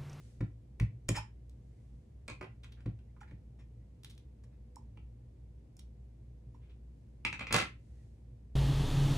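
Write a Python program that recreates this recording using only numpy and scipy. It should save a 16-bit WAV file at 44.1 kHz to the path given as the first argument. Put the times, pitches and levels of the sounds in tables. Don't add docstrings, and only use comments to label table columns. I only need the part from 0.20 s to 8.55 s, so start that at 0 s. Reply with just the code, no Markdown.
import sys
import numpy as np
from scipy import signal
from scipy.fft import rfft, irfft, next_fast_len
from scipy.io import wavfile
from scipy.ndimage import uniform_filter1d

SR = 44100
rng = np.random.default_rng(int(sys.argv[2]) if len(sys.argv) > 2 else 0)


def wrap_up_sound(samples):
    columns = np.atleast_2d(samples).T
    tamed = np.clip(columns, -1, 1)
    steps = np.round(tamed * 32767).astype(np.int16)
    wavfile.write(sys.argv[1], SR, steps)


N = 368398
HZ = np.fft.rfftfreq(4096, 1 / SR)


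# start in seconds, force in dB, corner frequency in Hz (lower is softer).
JAB_PUSHES = [(0.208, -5.5, 340), (0.609, 2, 126), (.89, -4, 543), (0.974, -9, 69.6), (2.66, -8.5, 320),
              (3.116, -22, 270), (4.771, -26.5, 230)]

def counter(tap_db=-14, tap_hz=500, set_down_db=-7, landing_db=-5, landing_hz=200, landing_lag_s=0.0033):
    taps = [(s, db + weight_db + tap_db, tap_hz) for s, _, db, weight_db, *_ in SCISSOR_TAPS]
    set_down = (BOTTLE_ROCKING[0], BOTTLE_ROCKING[2] + set_down_db, tap_hz)
    landing = (SCISSOR_LANDINGS[0][0] + landing_lag_s, SCISSOR_LANDINGS[0][2] + landing_db, landing_hz)
    direct = thuds(JAB_PUSHES + taps + [set_down, landing])
    echo = np.zeros(N)
    add(echo, s=0.0173, sound=amp(-8.5) * direct)
    return room(direct + echo, wet_db=-16.5)


# frequency in Hz, level in dB, time to decay by 60 dB in seconds.
COUNTER_MODES = [(44.87, -41.5, 0.1), (59.5, -34, 0.22), (84, -31.5, 0.084), (112.2, -24, 0.19),
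                 (148.3, -31, 0.14), (189.5, -32, 0.16), (289.6, -26.5, 0.067), (334.8, -35.5, 0.1),
                 (366.4, -35.5, 0.018), (507, -31.5, 0.065)]

def thuds(pushes, rise_s=0.004, travel_s=0.00041):
    out, t = np.zeros(N), np.arange(SR // 2) / SR
    onset = 1 - np.exp(-t / rise_s)
    for s, force_db, corner_hz in pushes:
        for hz, db, t60 in COUNTER_MODES:
            strength = amp(force_db + db - 60 * t / t60) / np.sqrt(1 + (hz / corner_hz) ** 4)
            delay_s = travel_s * np.sqrt(COUNTER_MODES[0][0] / hz)
            add(out, s + delay_s, 2 * strength * onset * np.sin(2 * np.pi * hz * t))
    return out


# start in seconds, contact time in ms, level in dB.
FOIL_CONTACTS = [(0.885, 1.3, -29), (1.296, 0.43, -55.5), (2.433, 5.8, -29), (2.52, 4.3, -33.5),
                 (3.8341, 1.4, -37.5), (3.8458, 1.8, -27.5), (3.8977, 1.2, -42), (3.901, 1.7, -40),
                 (3.905, 1.5, -42), (3.91, 1.6, -39.5), (3.917, 1.3, -49), (3.951, .6, -59.5),
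                 (3.978, 1.5, -40), (5.5912, 1.2, -42.5), (5.5941, 0.96, -41), (6.411, 34, -40),
                 (6.49, 16, -39)]
# frequency in Hz, bandwidth in Hz, gain in dB.
FOIL_MODES = [(3440, 720, 11.6), (4230, 670, 4.2), (5627, 750, 3.8), (12200, 1300, 0.51)]

def foil(body_db=-5.5):
    rows = [(s, ms, db + body_db, db, treble(db, ms, snap_db=4.5, dulling_db=7))
            for s, ms, db in FOIL_CONTACTS]
    return room(contacts(rows, FOIL_MODES, bass_db=4, top_db=2.5), wet_db=-7)


# start in seconds, level in dB, settled pitch in Hz.
AIR_POPS = [(.972, -35.5, 840), (.984, -36.5, 889), (3.011, -51.5, 1313), (3.015, -50.5, 820),
            (4.566, -46.5, 888), (4.773, -62.5, 840), (6.346, -58, 925)]

def pops(bend=0.28, settle_s=0.0019, swell_s=0.0016):
    out, t = np.zeros(N), np.arange(SR // 20) / SR
    envelope = (t / swell_s) ** 2 * np.exp(-t / swell_s)
    for s, db, hz in AIR_POPS:
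        cycles = np.cumsum(hz * (1 + bend * np.exp(-t / settle_s))) / SR
        add(out, s, amp(db) * envelope / envelope.max() * np.sin(2 * np.pi * cycles))
    return out


# start in seconds, contact time in ms, level in dB,
# ping frequency in Hz, ping gain in dB, gain of the other resonances in dB.
BLADE_CONTACTS = [(0.8885, 1.9, -10.5, 5250, 17.5, 2), (0.941, 14, -18, 5200, 16, 4),
                  (.952, 9.2, -14, 5150, 25, 3), (.9625, 5.8, -13, 5320, 24, 0.5),
                  (0.976, 5.7, -15, 5110, 19, -4), (0.9823, 5, -25, 5180, 24, -14.5),
                  (3.005, 8.6, -32, 5660, 15, -1.5), (3.387, 14.7, -33, 5450, 19, -5),
                  (4.236, 4.7, -37, 5320, 10.5, -14), (4.5588, 0.65, -43, 5480, 21, -4.5),
                  (5.568, 0.41, -48.5, 5450, 18, -18.5), (5.5954, .7, -44.5, 5560, 20, -16.5),
                  (6.341, 9.9, -44, 5590, 19, -7.5)]
# frequency in Hz, bandwidth in Hz, gain in dB.
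STEEL_MODES = [(1850, 210, 6), (2360, 150, 9), (3050, 160, 8), (6900, 130, 14), (7800, 630, 6),
               (9190, 180, 5.5), (11660, 320, 6)]

def blades(body_db=3, ping_width_hz=34):
    out = np.zeros(N)
    for s, ms, db, ping_hz, ping_db, ring_db in BLADE_CONTACTS:
        modes = [(hz, width, mode_db + ring_db) for hz, width, mode_db in STEEL_MODES]
        modes.append((ping_hz, ping_width_hz, ping_db))
        row = (s, ms, db + body_db, db, treble(db, ms, snap_db=7, dulling_db=6))
        out += contacts([row], modes, bass_db=-10.5, top_db=-4.5)
    return room(out, wet_db=-8)


# start in seconds, contact time in ms, level in dB, weight
# behind the tap in dB, ring outside and inside the free band in dB each, half-width of that band in Hz.
SCISSOR_TAPS = [(2.0801, 0.84, -26, -2, -2, 16, 171), (2.083, 1.9, -23.5, 9.5, 2, 18.5, 170),
                (2.0993, 1.6, -21, 7.5, -3, 13.5, 170), (7.0495, 2.1, -2.5, -4.5, -14, 8.5, 432),
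                (7.1271, 2.26, -11.5, -2, -13, 6.5, 420), (7.1932, 2.37, -12, -4.5, -2, 1.5, 450),
                (7.208, 3.2, -12, 2, -3.5, 4.5, 300), (7.268, 3.1, -12.5, -4, -5.5, 5, 450),
                (7.3067, 4.2, -8, 0.5, -2, 2, 250)]
# start in seconds, contact time in ms, level in dB, weight in dB.
SCISSOR_LANDINGS = [(7.3257, 1.09, -2.5, -2.5), (7.3287, 0.91, -9.5, -3), (7.3345, 5.7, -4, -2),
                    (7.342, 2.2, 5.5, 2.5), (7.3456, 5.6, 1.5, 4.5), (7.3633, 1.3, -1.5, -1),
                    (7.3832, 3.5, 0.5, -4), (7.389, 2.1, -5.5, -6.5)]
# start in seconds, contact time in ms, level in dB, first gap in seconds,
# loss per bounce in dB.
SCISSOR_ROCKING = (7.3995, 3, -3, .0115, 3.5)
# frequency in Hz, bandwidth in Hz, gain in dB.
HANDLE_MODES = [(514, 29, 6.4), (603, 60, 3), (1070, 24, 11.7), (1167, 23, 4.3), (1329.6, 16, 12.5),
                (1367, 16, 12), (1640, 47, 5), (2080, 100, 7.9), (2280, 43, 4.5), (2443, 37, 6.8),
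                (2585, 220, 7.5), (3400, 400, 2), (4340, 400, 6.2)]

def handles(free_band_hz=2385, released_ring_db=-5, settle_weight_db=-0.4):
    out = np.zeros(N)
    for s, ms, db, weight_db, outer_db, free_db, span_hz in SCISSOR_TAPS:
        modes = []
        for hz, width, mode_db in HANDLE_MODES:
            freedom = np.exp(-((hz - free_band_hz) / span_hz) ** 4)
            modes.append((hz, width, mode_db + outer_db + (free_db - outer_db) * freedom))
        row = (s, ms, db + weight_db, db, treble(db, ms, snap_db=1.5, dulling_db=13.5))
        out += contacts([row], modes, bass_db=6.5, top_db=-17)
    settle = [(*row, settle_weight_db) for row in bounces(*SCISSOR_ROCKING)]
    drop = [(s, ms, db + weight_db, db, treble(db, ms, snap_db=0.5, dulling_db=10), released_ring_db)
            for s, ms, db, weight_db in SCISSOR_LANDINGS + settle]
    return room(out + contacts(drop, HANDLE_MODES, bass_db=3.5, top_db=-6), wet_db=-3.5)


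# start in seconds, contact time in ms, level in dB,
# ring gain in dB, pitch factor set by the squeeze.
NECK_CLICKS = [(0.599, 1.15, -15, 8.5, 1), (2.4439, 2, -24, 0.5, 1), (2.565, 22, -36.5, 7, 0.71),
               (2.604, 3.3, -35.5, 0.5, 0.7), (2.789, 2.3, -42.5, 6, 1.4), (2.964, 3.7, -48, 21.5, 0.51),
               (3.029, 3.5, -33, 12.5, 0.72), (3.073, 14, -34.5, 6, 0.9), (3.11, 2.2, -39.5, 13, .9),
               (4.32, 16, -43, -3, 0.61), (4.772, 2.6, -39.5, 13.5, 1.2)]
# start in seconds, contact time in ms, level in dB, first gap in seconds,
# loss per bounce in dB.
BOTTLE_ROCKING = (2.2103, 3.6, -16, .0155, 4.5)
# frequency in Hz, bandwidth in Hz, gain in dB.
BOTTLE_MODES = [(370, 120, 5.7), (1075, 60, 5), (1950, 180, 3), (2307, 140, 2.7), (2547, 153, 1.3)]

def bottle(base_body_db=10, neck_body_db=-7, lead_s=0.0014, knock_ms=3.2, knock_db=-16.5, firm_hz=318):
    knocks = [(s - lead_s, knock_ms, db + knock_db + 11.5 * np.log2(corner_hz / firm_hz))
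              for s, db, corner_hz in JAB_PUSHES]
    base = [(s, ms, db + base_body_db, db, treble(db, ms, snap_db=-9, dulling_db=7))
            for s, ms, db in knocks + bounces(*BOTTLE_ROCKING)]
    neck = [(s, ms, db + neck_body_db, db, treble(db, ms, snap_db=-12, dulling_db=2.5), ring_db, pitch)
            for s, ms, db, ring_db, pitch in NECK_CLICKS]
    return room(contacts(base + neck, BOTTLE_MODES, bass_db=-8.5, top_db=-2), wet_db=-6)


# peak time in seconds, half-length in seconds, pitch in Hz, level in dB.
SKIN_RUBS = [(1.571, 0.08, 2050, -90.5), (2.895, 0.017, 2000, -85), (3.612, 0.036, 1980, -87),
             (7.789, 0.06, 1917, -86.5)]

def rubs(width_hz=110):
    out, t = np.zeros(N), np.arange(SR // 2) / SR
    hz = np.fft.rfftfreq(len(t), 1 / SR)
    for s, half_s, pitch_hz, db in SKIN_RUBS:
        band = 1 / (1 + ((hz - pitch_hz) / width_hz) ** 2)
        squeak = unit_rms(irfft(rfft(rng.standard_normal(len(t))) * band))
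        swell = np.exp(-((t - t.mean()) / half_s) ** 2)
        add(out, s - t.mean(), amp(db) * squeak * swell)
    return out


def contacts(rows, modes, bass_db, top_db):
    out, t = np.zeros(N), np.arange(1, 2 * len(HZ) - 1) / SR
    noises = rng.standard_normal((len(rows), len(t)))
    for (s, ms, low_db, mid_db, high_db, *grip), slips in zip(rows, noises):
        progress = t / (ms / 1000)
        force = slips * progress * np.exp(-progress * np.sqrt(2))
        smooth_spectrum = np.sqrt(np.abs(uniform_filter1d(abs(rfft(force)) ** 2, size=22)) + 1e-12)
        colour = [(200, low_db + bass_db), (600, low_db), (2400, mid_db),
                  (8000, high_db), (15000, high_db + top_db)]
        gain = amp(curve(colour, HZ)) * ringing(modes, *grip) / smooth_spectrum
        add(out, s, signal.fftconvolve(force, minimum_phase(gain)))
    return out


def ringing(modes, ring_db=0, pitch=1, spot_db=8, spot_from_hz=400):
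    ripple = uniform_filter1d(rng.standard_normal(len(HZ)), size=16)
    ripple = unit_rms(uniform_filter1d(ripple, size=16))
    lesser = unit_rms(amp(spot_db * np.tanh(ripple) * HZ / (HZ + spot_from_hz)))
    main_power = sum(amp(db + ring_db) ** 2 / (1 + (2 * (HZ - hz * pitch) / width) ** 2)
                     for hz, width, db in modes)
    return np.sqrt(lesser ** 2 + main_power)


def treble(db, ms, snap_db, dulling_db):
    return db + snap_db - dulling_db * np.log2(ms)


def bounces(s, ms, db, gap_s, loss_db, count=3, gap_ratio=0.96):
    gaps = gap_s * gap_ratio ** np.arange(count)
    return [(s + gaps[:k].sum(), ms, db - k * loss_db) for k in range(count)]


# frequency in Hz, gain in dB.
ECHO_COLOUR = [(200, 3.5), (500, 0), (2500, 1), (7000, -2.5), (11000, -5), (13500, -16.5)]
# frequency in Hz, 60 dB decay in seconds.
ECHO_DECAY = [(100, 0.31), (500, 0.19), (2300, 0.25), (5000, 0.2), (11000, 0.195), (13500, 0.059)]
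# frequency in Hz, phase lead of the left in radians.
DIRECT_LEAD = [(300, 0), (600, -.3), (800, -1.5), (1050, 0), (1450, .6), (1900, -.1), (2500, -.9),
               (2900, -2.5), (4500, -1.6), (6000, 0), (8000, -.9), (10000, -1.7), (13000, -3)]

def room(x, wet_db, build_s=0.0061):
    hz, t, spectra = signal.stft(rng.standard_normal((2, SR // 2)), SR, nperseg=256)
    fade_db = curve(ECHO_COLOUR, hz)[:, None] - 60 * t / curve(ECHO_DECAY, hz)[:, None]
    tail = signal.istft(spectra * amp(fade_db), SR, nperseg=256)[1]
    onset = 1 - np.exp(-(np.arange(tail.shape[1]) / SR / build_s) ** 2)
    tail = diffuse(tail * onset)
    size = next_fast_len(N, True)
    direct = phase_pair(rfft(x, size), DIRECT_LEAD, size)[:, :N]
    echo = signal.fftconvolve(x[None], tail / np.linalg.norm(tail[0]), axes=1)[:, :N]
    return direct + amp(wet_db) * echo


# frequency in Hz, coherence (negative counts as zero).
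COHERENCE = [(60, 0.99), (110, 1), (200, 0.93), (380, 0.58), (700, -0.32), (1290, -0.46), (2380, -0.39),
             (4400, -0.021), (8120, 0.35), (15000, -0.04)]
# frequency in Hz, phase lead of the left in radians.
DIFFUSE_LEAD = [(430, 0), (620, -2.1), (1050, -3), (2000, -2.5), (4200, -2.7), (5200, -1.3), (6300, -.3),
                (8000, -.9), (10000, -1.8), (13000, -3)]

def diffuse(pair):
    size = next_fast_len(pair.shape[1], True)
    a, b = rfft(pair, size)
    coherence = np.clip(curve(COHERENCE, np.fft.rfftfreq(size, 1 / SR)), 0, 1)
    shared, apart = np.sqrt((1 + coherence) / 2) * a, np.sqrt((1 - coherence) / 2) * b
    return phase_pair(np.array([shared + apart, shared - apart]), DIFFUSE_LEAD, size)[:, :pair.shape[1]]


# frequency in Hz, left minus right level in dB.
LEVEL_DIFFERENCE = [(100, 0), (420, 0), (620, -3), (880, -10), (1100, -5), (1400, -4), (1750, 0),
                    (2300, 1.5), (3200, -3), (4800, -2.5), (6000, 0)]

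def ports(x):
    hz, side = np.fft.rfftfreq(N, 1 / SR), np.array([[.5], [-.5]])
    return irfft(rfft(x) * amp(side * curve(LEVEL_DIFFERENCE, hz)), N)


# frequency in Hz, level in dB, waver as a share of the steady amplitude.
BACKGROUND_TONES = [(58.85, -55, 0.3), (117.2, -60.5, 1.2), (283, -83, 2.3), (496, -83.5, 1.5)]

def hum_and_room_tones(waver_hz=6):
    out, hz, t = np.zeros(N), np.fft.rfftfreq(N, 1 / SR), np.arange(N) / SR
    for tone_hz, db, waver in BACKGROUND_TONES:
        drift = unit_rms(irfft(rfft(rng.standard_normal((2, N))) / (1 + (hz / waver_hz) ** 2)))
        modulation = 1 + waver * (drift[0] + 1j * drift[1])
        out += amp(db) * unit_rms((modulation * np.exp(2j * np.pi * tone_hz * t)).real)
    return out


# frequency in Hz, relative spectral density in dB.
AIR_SPECTRUM = [(15, -60), (25, -33.5), (40, -19), (64, -3), (86, -13), (118, -7.5), (176, -19), (231, -17),
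                (271, -27), (293, -23.5), (501, -31), (811, -40), (1300, -50.5), (2100, -50), (3200, -55),
                (5000, -58.5), (8100, -62), (11500, -62.5), (14000, -73)]

def room_air(level_db=-65, above_hz=150):
    hz = np.fft.rfftfreq(N, 1 / SR)
    spectrum = rfft(diffuse(rng.standard_normal((2, N)))) * amp(curve(AIR_SPECTRUM, hz))
    return amp(level_db) * irfft(spectrum) / irfft(spectrum * (hz > above_hz)).std()


# peak time in seconds, half-length in seconds, level in dB.
ARM_REACHES = [(0.018, 0.16, -74.5), (1.61, 0.24, -92), (6.842, 0.13, -98.5), (7.777, 0.18, -85)]
# frequency in Hz, relative spectral density in dB.
CLOTH_SPECTRUM = [(300, -18.5), (1000, -5.5), (2000, 1.5), (3200, -1), (7000, -1), (10000, -3.5),
                  (15000, -26)]

def sleeve(rest_db=-90):
    hz, t = np.fft.rfftfreq(N, 1 / SR), np.arange(N) / SR
    spectrum = rfft(diffuse(rng.standard_normal((2, N)))) * amp(curve(CLOTH_SPECTRUM, hz))
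    swells = sum(amp(db) * np.exp(-((t - s) / half_s) ** 2) for s, half_s, db in ARM_REACHES)
    return unit_rms(irfft(spectrum)) * (amp(rest_db) + swells)


def amp(db):
    return 10 ** (np.asarray(db) / 20)


def unit_rms(x):
    return x / np.sqrt(np.mean(x ** 2) + 1e-20)


def curve(points, hz):
    f, value = np.transpose(points)
    return np.interp(np.log(hz + 1), np.log(f + 1), value)


def add(mix, s, sound):
    part = mix[round(s * SR):][:len(sound)]
    part += sound[:len(part)]


def minimum_phase(gain):
    log_gain = np.log(np.maximum(np.r_[gain, gain[-2:0:-1]], 1e-6))
    return np.fft.ifft(np.exp(signal.hilbert(log_gain).conj())).real


def phase_pair(spectra, phase, size):
    lead = curve(phase, np.fft.rfftfreq(size, 1 / SR))
    return irfft(spectra * np.exp(1j * np.array([[.5], [-.5]]) * lead), size)


def scene():
    action = blades() + handles() + bottle() + foil() + room(pops() + rubs(), wet_db=-10.5) + counter()
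    return ports(action) + room_air() + hum_and_room_tones() + sleeve()


def record(dry, low_cut_hz=39, high_cut_hz=15800):
    hz = np.fft.rfftfreq(N, 1 / SR)
    heard = irfft(rfft(dry) / np.sqrt(1 + (low_cut_hz / (hz + 1)) ** 10), N)
    low_pass = signal.firwin(511, high_cut_hz, window=("kaiser", 9), fs=SR)
    return signal.oaconvolve(heard, low_pass[None], "same")


dry = scene()
out = record(dry)
wrap_up_sound(out)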